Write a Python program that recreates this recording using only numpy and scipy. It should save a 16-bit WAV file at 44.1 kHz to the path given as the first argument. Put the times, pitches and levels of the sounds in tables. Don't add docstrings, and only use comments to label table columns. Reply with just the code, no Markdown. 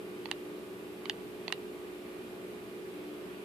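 import sys
import numpy as np
from scipy import signal
from scipy.fft import rfft, irfft, next_fast_len
from scipy.io import wavfile
from scipy.ndimage import uniform_filter1d, map_coordinates

SR = 44100
rng = np.random.default_rng(int(sys.argv[2]) if len(sys.argv) > 2 else 0)


def boost_factor(decibels):
    exponent = np.asarray(decibels, float) / 20
    return 10 ** exponent


def to_wav(s):
    ch = np.atleast_2d(s).T
    pcm = np.round(np.clip(ch, -1, 1) * 32767)
    wavfile.write(sys.argv[1], SR, pcm.astype(np.int16))


N = 151704


def unit(x):
    return x / np.sqrt(np.mean(x ** 2) + 1e-20)


def along(points, hz):
    f, value = np.transpose(points)
    return np.interp(np.log(hz + 1), np.log(f + 1), value)


def wobble(rate):
    knots = rng.standard_normal(100)
    return map_coordinates(knots, [np.arange(N) * min(rate, 25) / SR])


def filtered(x, response):
    n = x.shape[-1]
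    m = next_fast_len(n + 8192)
    return irfft(rfft(x, m) * response(np.fft.rfftfreq(m, 1 / SR)), m)[..., :n]


def rush(gain, alike, patchy_db):
    z = signal.stft(rng.standard_normal((2, N)), nperseg=512)[2]
    patches = uniform_filter1d(rng.standard_normal(z.shape[1:]), size=6, axis=0)
    patches = unit(uniform_filter1d(patches, size=14, axis=1))
    pair = signal.istft(z * boost_factor(patchy_db * patches), nperseg=512)[1][:, :N]

    def mid_side_gain(hz):
        turn = np.arccos(np.clip(along(alike, hz), -1, 1)) / 2
        return gain(hz) * [np.cos(turn), np.sin(turn)]

    mid, side = filtered(pair, mid_side_gain)
    return unit(np.array([mid + side, mid - side]))


MAINS_HZ = 60
# multiple of the mains, level/dB rms
HUM = [(1, -74.5), (2, -71), (3, -64), (4, -64.5), (5, -53), (6, -49), (7, -52.5), (9, -68), (10, -71),
       (11, -70), (14, -70.5), (18, -76.5)]
# f/Hz, level/dB rms
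WHINE = [(75, -80.5), (195.5, -60.5), (974.5, -72.5), (1135, -71), (1216, -71.5), (1443, -76),
         (2400, -72.5)]


def appliance():
    out, t = np.zeros((2, N)), np.arange(N) / SR
    lines = [(k * MAINS_HZ, db, 0.2) for k, db in HUM]
    lines += [(hz, db, 0.38) for hz, db in WHINE]
    for hz, db, drift_rad in lines:
        twist = 1.0 * (hz / MAINS_HZ) ** 2
        phase = 2 * np.pi * hz * t + twist + drift_rad * wobble(8.11)
        side = boost_factor(-13.5) * (hz / 360) * np.cos(phase + 2 * np.pi * rng.random())
        level = boost_factor(db + 2 * wobble(9)) * np.sqrt(2)
        out += level * (np.sin(phase) + side * [[1], [-1]])
    return out


# f/Hz, level/dB per Hz
AIR = [(25, -26.5), (60, -14), (200, -2.5), (500, -4), (1000, -11.5), (2800, -13.5), (4500, -22.5),
       (6500, -38)]
# f/Hz, likeness [-1 to 1]
ALIKE = [(60, 0.52), (180, 0.71), (550, 0.52), (1650, -0.25), (4970, 0.25), (15000, -0.54)]
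# f/Hz, left minus right level/dB
AIR_PAN = [(300, 1.5), (1300, -1.5), (4400, -1), (12000, -2)]


def fan_air():
    flow = rush(lambda hz: boost_factor(along(AIR, hz)), ALIKE, patchy_db=0.7)
    flow = boost_factor(-50.5 + 0.4 * wobble(3.1)) * flow
    return filtered(flow, lambda hz: boost_factor(along(AIR_PAN, hz) / 2 * [[1], [-1]]))


# f/Hz, width/Hz, level/dB
CASING = [(379.4, 27, 1), (239, 39, -10.5), (451.5, 48, -8), (296, 114, -7.5)]


def casing_drone():
    def resonance(hz):
        return abs(sum(boost_factor(db) * (hz * width / (centre * centre - hz * hz + 1j * hz * width)) ** 2
                       for centre, width, db in CASING))

    return boost_factor(-50 + 1.2 * wobble(5.08)) * rush(resonance, [(300, 0.95)], patchy_db=0.0)


# f/Hz, level/dB per Hz
HISS = [(1000, -36), (5000, 1.5), (6200, -0.5), (8000, 2), (12000, 3), (14500, 1)]


def hiss():
    return boost_factor(-60.5) * rush(lambda hz: boost_factor(along(HISS, hz)), [(1000, 0.0048)], patchy_db=0.1)


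def contact(modes, bright_db):
    hz, right_db, left_db, swell_s = np.transpose(modes)[:, :, None]
    start = 2 * np.pi * rng.random(hz.shape)
    sound = []
    for late_s, lag_rad, port_db in [(0.0001, 0.6, left_db), (0, 0, right_db)]:
        t = np.maximum(np.arange(1024) / SR - late_s, 0)
        u = t / np.maximum(swell_s, 1e-4)
        grip = boost_factor(-6 * np.clip((t - 0.0026) / 0.0008, 0, 2))
        swing = (u * np.exp(1 - u)) ** 1.2 * grip
        after = boost_factor(-12 - 8 * np.log2(hz / 2000) - 60 * t / 0.02) * np.minimum(u, 1)
        wave = np.sin(2 * np.pi * hz * (t + late_s) + start - lag_rad)
        level = boost_factor(port_db + bright_db * np.log2(hz / 2500)) / np.sqrt(swell_s)
        sound.append((level * (swing + after) * wave).sum(0))
    return np.array(sound) / np.abs(sound).max()


# f/Hz, level/dB
WALL_COLOUR = [(500, -20), (1500, -8), (3500, 0), (4700, -3), (5500, -14), (9000, -20)]


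def walls(sound):
    wall_s, spread_s, room_t60 = 0.0112, 0.002, 0.08
    t = np.arange(SR // 4) / SR
    wall = np.exp(-((t - wall_s) / spread_s) ** 2)
    tail = boost_factor(-60 * t / room_t60) * np.clip(t / wall_s, 0, 1)
    shape = boost_factor(-24) * wall / np.linalg.norm(wall) + boost_factor(-15.5) * tail / np.linalg.norm(tail)
    scatter = shape * rng.standard_normal((2, len(t)))
    answer = filtered(scatter, lambda hz: boost_factor(along(WALL_COLOUR, hz)))
    return signal.fftconvolve(sound[1:], answer * boost_factor([[-3], [0]]), axes=1)


def add(out, s, part):
    out[:, round(s * SR):][:, :part.shape[1]] += part


def strike(events, modes):
    out = np.zeros((2, N + SR))
    for s, peak_db, bright_db in events:
        level_db = peak_db + 3
        sound = boost_factor(level_db) * contact(modes, bright_db)
        bounce = boost_factor(level_db - 13) * contact(modes, bright_db - 4)
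        add(out, s, sound)
        add(out, s + 0.0032, bounce)
        add(out, s, walls(sound))
    return out[:, :N]


# t/s, peak level/dB, brightness/dB per octave
TAKEUPS = [
    (0.2567, -27.5, 3),
    (1.48, -22, 5.5),
]
# f/Hz, right level/dB, left level/dB, time to full swing t/s
BAR = [(884, 4.5, -0.5, 0.00066), (1970, 2.5, -16, 0.0011), (2640, 1.5, -6, 0.0007),
       (3400, -0.5, -21, 0.0012), (4350, 1.5, -17, 0.00074), (5600, -25, -34, 0.00067),
       (6400, -21, -38, 0.0007)]


def take_up():
    return strike(TAKEUPS, BAR)


# t/s, peak level/dB, brightness/dB per octave
TICKS = [
    (.2882, -40, -1),
    (1.5025, -37, -1),
]
# f/Hz, right level/dB, left level/dB, time to full swing t/s
SPRING = [(1100, 0, -5, .0014), (2000, -5, -14, .0012), (2600, -5, -9, .0014), (3400, -11, -13, .001),
          (4480, -12, -21, .0012)]


def spring_tick():
    return strike(TICKS, SPRING)


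# t/s, peak level/dB, brightness/dB per octave
STOPS = [
    (.3137, -15.5, 0),
    (1.5242, -15.5, 0),
]
# f/Hz, right level/dB, left level/dB, time to full swing t/s
FRAME = [(790, -12.5, -16, 0.0025), (1030, -9.5, -15.5, 0.001), (1894, -1, -11.5, 0.00055),
         (2840, 3, -4.5, 0.0012), (3340, -15, -11.5, 0.00094), (3880, -0.5, -13, 0.00045),
         (4440, -6.5, -33, 0.00075), (5640, -17, -42, 0.00045), (6570, -11.5, -39, 0.00048),
         (8100, -18.5, -34, 0.00042), (8700, -11.5, -23, 0.00026), (10620, -18.5, -38, 0.00019),
         (12600, -33, -44, .0003), (14200, -37, -42, 0.00018)]


def frame_stop():
    return strike(STOPS, FRAME)


# t/s, peak level/dB, brightness/dB per octave
RETURNS = [
    (1.0557, -27.5, 0),
]
# f/Hz, right level/dB, left level/dB, time to full swing t/s
LEVER = [(1090, -5, -9, 0.0016), (2200, -0.5, -18, .0015), (3040, 2.5, -7, 0.003), (3900, -5, -9, 0.00062),
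         (4450, -4.5, -15, 0.00093), (6300, -18, -38, 0.0011)]


def lever_return():
    return strike(RETURNS, LEVER)


# t/s, peak level/dB, brightness/dB per octave
RESETS = [
    (1.0967, -15, 0),
]
# f/Hz, right level/dB, left level/dB, time to full swing t/s
SEAR = [(860, -14.5, -19.5, 0.00095), (1820, -1, -15, 0.001), (2730, -6, -6, 0.0017),
        (2970, 2, -12, 0.00083), (3620, -4.5, -6.5, 0.00048), (4270, -16, -7, 0.0002),
        (4470, -4, -34, 0.0005), (6580, -10.5, -33, 0.00053), (8200, -21, -24, 0.0003),
        (10300, -18, -36, 0.00033), (11500, -23, -36, 0.0004), (12800, -32, -36, .0003),
        (14400, -33, -36, .0002)]


def sear_reset():
    return strike(RESETS, SEAR)


def scene():
    background = appliance() + fan_air() + casing_drone() + hiss()
    trigger = take_up() + spring_tick() + frame_stop() + lever_return() + sear_reset()
    return background + trigger


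def band_limit(x):
    return signal.sosfilt(signal.butter(12, 15580, fs=SR, output="sos"), x)


def record(dry):
    def band(hz):
        return boost_factor(-40 * (hz > 14600)) * hz / (hz - 1j * 30)

    mix = filtered(dry, band)
    return band_limit(mix)


dry = scene()
out = record(dry)
to_wav(out)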